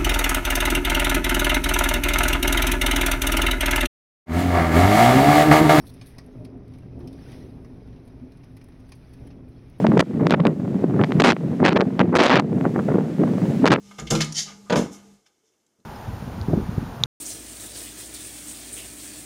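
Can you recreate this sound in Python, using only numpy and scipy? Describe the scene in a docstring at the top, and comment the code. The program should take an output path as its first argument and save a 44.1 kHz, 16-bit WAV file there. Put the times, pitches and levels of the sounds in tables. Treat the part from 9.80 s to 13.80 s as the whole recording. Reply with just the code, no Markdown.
"""Gusty wind rumbles on a bare microphone, on a cliff above breaking surf.
Eddies push on the diaphragm without pause and buffets add a rough flutter; in the hardest blasts
the airflow tears into dense crackle and lone cracks. Far below, surf and spray hiss on the rocks.
The recorder's limiter holds the peaks, so the sea ducks after each blast and creeps back."""
import sys
import numpy as np
from scipy import signal
from scipy.fft import rfft, irfft
from scipy.io import wavfile
from scipy.ndimage import uniform_filter1d

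SR = 44100
rng = np.random.default_rng(int(sys.argv[2]) if len(sys.argv) > 2 else 0)


def output_pcm(signal):
    """Save a mono or channel-first signal as 16-bit PCM at the path in sys.argv[1].

    Samples are clipped to [-1, 1] before scaling.
    """
    pcm = np.clip(np.atleast_2d(signal).T, -1, 1) * 32767
    wavfile.write(sys.argv[1], SR, np.round(pcm).astype(np.int16))


N = 176400

# wind pressure on the microphone (time [s], relative level [dB])
WIND_PRESSURE = [(0.0,-19),(0.03,-24.5),(0.06,-15.5),(0.2,-14),(0.24,-28),(0.3,-28.5),(0.32,-20.5),(0.37,-20),(0.46,-14),(0.48,-20.5),(0.61,-16),(0.63,-19.5),(0.67,-13),(0.71,-20),(0.76,-30),(0.78,-26.5),
                 (1.02,-24),(1.08,-22),(1.22,-15),(1.28,-27),(1.3,-15),(1.34,-23),(1.39,-18.5),(1.53,-15),(1.56,-29.5),(1.64,-19.5),(1.78,-30.5),(1.8,-21.5),(1.86,-17),(1.92,-21),(1.97,-15),(1.99,-25.5),
                 (2.09,-21),(2.11,-26.5),(2.19,-23),(2.21,-13),(2.28,-19),(2.42,-24.5),(2.59,-13.5),(2.66,-26),(2.78,-17),(2.8,-22.5),(2.86,-19.5),(2.93,-27),(2.97,-22.5),(3.04,-26),(3.17,-20.5),(3.27,-28.5),
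                 (3.39,-28),(3.42,-13),(3.46,-22.5),(3.69,-20),(3.78,-23),(3.92,-11),(3.99,-23)]


def undb(db):
    """Decibels to gain."""
    return 10 ** (np.asarray(db) / 20)


def curve(rows):
    """Gain at every sample from (time [s], level [dB]) points."""
    return undb(np.interp(np.arange(N) / SR, *np.array(rows).T))


def colour(x, spectrum):
    """Minimum-phase filter of unit energy, shaped by (frequency [Hz], level [dB]) points."""
    hz, db = np.array(spectrum).T
    size = 4096
    bin_hz = np.maximum(np.arange(size // 2 + 1) * SR / size, 1)
    gain = undb(np.interp(np.log(bin_hz), np.log(hz), db))
    cepstrum = irfft(np.log(gain))
    cepstrum[1:size // 2] *= 2
    cepstrum[size // 2 + 1:] = 0
    ring = irfft(np.exp(rfft(cepstrum)))
    return signal.fftconvolve(x, ring / np.linalg.norm(ring))[:N]


def noise(spectrum):
    """Coloured noise of rms near 1."""
    return colour(rng.standard_normal(N), spectrum)


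def even(x, span_s):
    """Bring the running rms over a span to 1."""
    span = int(span_s * SR)
    power = uniform_filter1d(uniform_filter1d(x * x, span), span)
    return x / np.sqrt(np.abs(power) + 1e-12)


def wander(per_s):
    """Random drift of spread near 1.6, heading for a new value so many times a second."""
    targets = rng.standard_normal(N // 20)
    return 1.98 * np.interp(np.arange(N) / SR * per_s, np.arange(len(targets)), targets)


def gusts(rows, rise_s, fall_s):
    """Envelope of (start [s], length [s], level [dB]) events: rise, hold, exponential fall."""
    t = np.arange(N) / SR
    power = np.zeros(N)
    for start, length, db in rows:
        rise = np.clip((t - start) / rise_s + .5, 0, 1)
        fall = np.exp(-np.clip((t - start - length) / fall_s, 0, 20))
        power += (undb(db) * rise * fall) ** 2
    return np.sqrt(power)


def volley(per_s, scatter_db):
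    """Randomly timed pressure jumps of either sign and scattered size, rms 1."""
    jumps = (rng.random(N) < per_s / SR) * np.sign(rng.standard_normal(N))
    jumps *= undb(scatter_db * np.clip(rng.standard_normal(N), -2, 2))
    return jumps / jumps.std()


def dull(x, hz):
    """Low-pass: a blunter jump of pressure has less treble."""
    return signal.sosfilt(signal.butter(3, hz, fs=SR, output="sos"), x)


def rumble():
    """Eddies push on the bare diaphragm, as hard as the wind blows."""
    # colour of the eddies (frequency [Hz], relative level [dB])
    spectrum = [(25, -38.5), (50, -46), (80, -19), (125, -4), (175, 2), (260, -2.5), (400, -12),
                (600, -20.5), (1000, -39.5), (2000, -45), (5000, -78)]
    eddies = even(noise(spectrum), span_s=0.058)
    boost_db, flicker_db = 3.5, 1.53 * wander(per_s=70)
    return eddies * curve(WIND_PRESSURE) * undb(boost_db + flicker_db)


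def ticks():
    """Tiny eddies tick against the microphone's port, louder in stronger wind."""
    # colour of a tick (frequency [Hz], relative level [dB])
    spectrum = [(40, -21), (130, -4), (400, 0.5), (800, -3), (1400, -15.5), (2500, -27), (13000, -71)]
    return colour(volley(per_s=160, scatter_db=6), spectrum) * curve(WIND_PRESSURE) * undb(-15)


def surf():
    """Waves break on the rocks far below the microphone, smooth with distance."""
    # colour of the surf from the cliff top (frequency [Hz], relative level [dB])
    spectrum = [(100, -15.5), (500, 4), (1000, -0.5), (2000, -1.5), (4000, -9.5), (7000, -16), (10000, -20),
                (16000, -30.5)]
    # swell of the breakers (time [s], level [dB])
    swell = [(0, -44.5), (.8, -53.5), (1.3, -47), (2.1, -51), (2.8, -50), (3.4, -47.5), (3.75, -44.5),
             (4, -46)]
    return noise(spectrum) * curve(swell) * undb(.25 * wander(per_s=8.1))


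def spray():
    """Spray blown up from the rocks adds a brighter distant hiss."""
    # colour of the hiss (frequency [Hz], relative level [dB])
    spectrum = [(500, 2), (2000, 2.5), (4000, -1), (7000, 4.5), (10000, -3.5), (16000, -7)]
    # rise and fall of the spray (time [s], level [dB])
    plumes = [(0, -64.5), (1.8, -63.5), (2.5, -75), (2.8, -57), (3.4, -61), (3.7, -53), (4, -70)]
    return noise(spectrum) * curve(plumes)


def buffets():
    """Faster air sheds smaller eddies: a rough, flapping midrange right at the microphone."""
    # eddies flapping across the port (start [s], length [s], level [dB])
    flaps = [(.043, 0.0086, -11.5), (.112, 0.032, -20.5), (.164, 0.012, -3.5), (.194, 0.033, -15.5),
             (.39, 0.078, -24), (.592, 0.011, -16), (.648, 0.03, -13), (1.034, 0.013, -21),
             (1.138, 0.0072, -24), (1.192, 0.034, -20), (1.817, 0.048, -13), (1.945, 0.084, -13.5),
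             (2.194, 0.025, -11.5), (2.325, 0.1, -14.5), (2.387, 0.029, -8), (2.843, 0.0322, -18),
             (2.952, 0.055, -21), (3.08, 0.038, -19.5), (3.138, 0.019, -18), (3.181, 0.008, -14.5),
             (3.432, 0.0067, -20), (3.843, 0.018, -3), (3.977, 0.013, -12.5)]
    # colour of the flutter (frequency [Hz], relative level [dB])
    spectrum = [(30, -34.5), (80, -33), (170, -6), (350, 8.5), (700, -4.5), (1200, -11), (2000, -21),
                (3500, -51.5), (8000, -74)]
    flutter = noise(spectrum) * undb(5 * wander(per_s=260))
    return even(flutter, span_s=0.018) * gusts(flaps, rise_s=0.0043, fall_s=0.002)


def cracks():
    """Single jumps of pressure hit the diaphragm, each with a brief ragged tail."""
    # lone cracks and thuds (time [s], strength [dB], treble edge [Hz])
    hits = [(.050, 6, 720), (.068, -1.5, 5400), (0.119, -3.5, 1660), (0.177, -4.5, 9150), (.203, 3, 15000),
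            (0.207, 7, 13000), (0.469, 0.5, 5600), (.498, -13, 6000), (0.508, 0.5, 11000),
            (0.603, -11.5, 4420), (0.653, -0.5, 3460), (0.669, -1, 7500), (1.041, 9, 310),
            (1.214, -5.5, 2800), (1.238, -1.5, 3500), (1.244, -7.5, 5040), (1.321, -6.5, 3950),
            (1.404, -6, 14000), (1.420, 8, 7000), (1.449, 4.5, 12000), (1.469, -1, 9500), (1.521, 2, 8700),
            (1.53, -6, 4000), (1.566, -5, 1980), (1.802, -3, 1220), (1.872, 4.5, 4880), (1.892, 0, 8800),
            (1.924, -4.5, 4000), (1.93, -6, 7000), (2.008, 1, 4440), (2.014, -3.5, 6100), (2.194, -1, 5860),
            (2.361, 9, 9500), (2.370, -1, 15000), (2.435, 6, 12000), (2.461, 4.5, 12000),
            (2.483, -8, 11000), (2.496, 3, 7000), (2.557, 4, 10000), (2.598, 4, 8400), (2.811, -12, 2350),
            (2.997, -10, 1510), (3.121, -7, 1210), (3.154, 2, 398), (3.183, 5, 557), (3.845, 8, 1020),
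            (3.857, 8.5, 8850), (3.877, 4, 15000), (3.925, 1.5, 14000), (3.935, -1, 10500)]
    # colour of a crack (frequency [Hz], relative level [dB])
    spectrum = [(30, -40), (100, -16.5), (250, 14), (800, 6), (2000, -1), (4000, -8.5), (7000, -21),
                (11000, -28), (16000, -36)]
    tail_s, tail_db = 0.0013, -19
    pressure, age = np.zeros(N), np.arange(N // 200) / SR
    for start, db, edge_hz in hits:
        rough = rng.standard_normal(len(age))
        jump = undb(tail_db) * rough * np.exp(-age / tail_s)
        jump[0] = np.sign(rough[0])
        i = int(start * SR)
        pressure[i:i + len(age)] += undb(db) * dull(jump, edge_hz)
    unit_peak = np.abs(colour(np.ones(1), spectrum)).max()
    return colour(pressure, spectrum) / unit_peak


def blasts():
    """The airflow tears at the microphone into clumps of pressure jumps, some blasts sharper than others."""
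    # bursts of torn air (start [s], length [s], level before dulling [dB], treble edge [Hz])
    bursts = [(0.194, 0.016, -4, 10000), (0.513, 0.016, -13, 4800), (0.537, 0.011, -5, 2580),
              (1.398, 0.011, -10.5, 7000), (1.438, 0.054, -7.5, 9800), (1.489, 0.023, -8, 7000),
              (1.839, 0.012, -13, 3930), (1.848, 0.018, -6, 6750), (1.879, 0.012, -7.5, 5640),
              (1.898, 0.029, -22, 4360), (1.959, 0.0173, -12.5, 4530), (2.201, 0.017, -12, 2790),
              (2.353, 0.023, -7.5, 9900), (2.386, 0.044, -4, 6500), (2.431, 0.038, -5.5, 8400),
              (2.465, 0.024, -12, 6500), (2.496, 0.064, -5.5, 4700), (2.563, 0.0141, -4.5, 5000),
              (2.581, 0.023, -12, 3530), (3.864, 0.02, -7, 7140), (3.903, 0.0093, -10.5, 5500),
              (3.917, 0.023, -3, 8850), (3.941, 0.022, -12, 3160)]
    # colour of the crackle (frequency [Hz], relative level [dB])
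    spectrum = [(25, -33), (60, -28.5), (130, -15.5), (250, 7), (700, 2), (1200, -0.5), (2300, -6),
                (4000, -13), (6300, -21.5), (10000, -33.5), (16000, -46)]
    crackle = colour(volley(per_s=1700, scatter_db=5.5), spectrum)
    clumps = even(crackle * undb(2.5 * wander(per_s=320)), span_s=0.0076)
    return sum(dull(clumps, edge_hz) * gusts([(start, length, db)], rise_s=0.00095, fall_s=0.00093)
               for start, length, db, edge_hz in bursts)


def scene():
    """One microphone on the cliff top: wind right on it, the sea far below."""
    wind = rumble() + ticks() + buffets() + blasts() + cracks()
    return (wind + surf() + spray())[None]


def record(dry):
    """The recorder limits the blasts, cuts deep bass, rounds the peaks and cuts the top."""
    threshold_rms, detect_s, release_s = 0.42, 0.0023, 0.16
    knee, headroom = .52, .17
    low_cut_hz, distortion_hz, top_hz = 75, 7000, 16000
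    loudness = np.sqrt(np.abs(uniform_filter1d(dry[0] ** 2, int(detect_s * SR))))
    overshoot = np.maximum(loudness / threshold_rms - 1, 1e-9)
    # the limiter clamps at once and lets go slowly
    release = np.arange(N) / SR / release_s
    held = np.exp(np.maximum.accumulate(np.log(overshoot) + release) - release)
    limited = dry / (1 + held)
    lean = signal.sosfilt(signal.butter(1, low_cut_hz, "high", fs=SR, output="sos"), limited)
    # peaks above the knee saturate, with the distortion's treble softened
    excess = lean - np.clip(lean, -knee, knee)
    shaved = excess - headroom * np.tanh(excess / headroom)
    rounded = lean - signal.sosfiltfilt(signal.butter(2, distortion_hz, fs=SR, output="sos"), shaved)
    return signal.sosfilt(signal.ellip(8, .2, 70, top_hz, fs=SR, output="sos"), rounded)


dry = scene()
out = record(dry)
output_pcm(out)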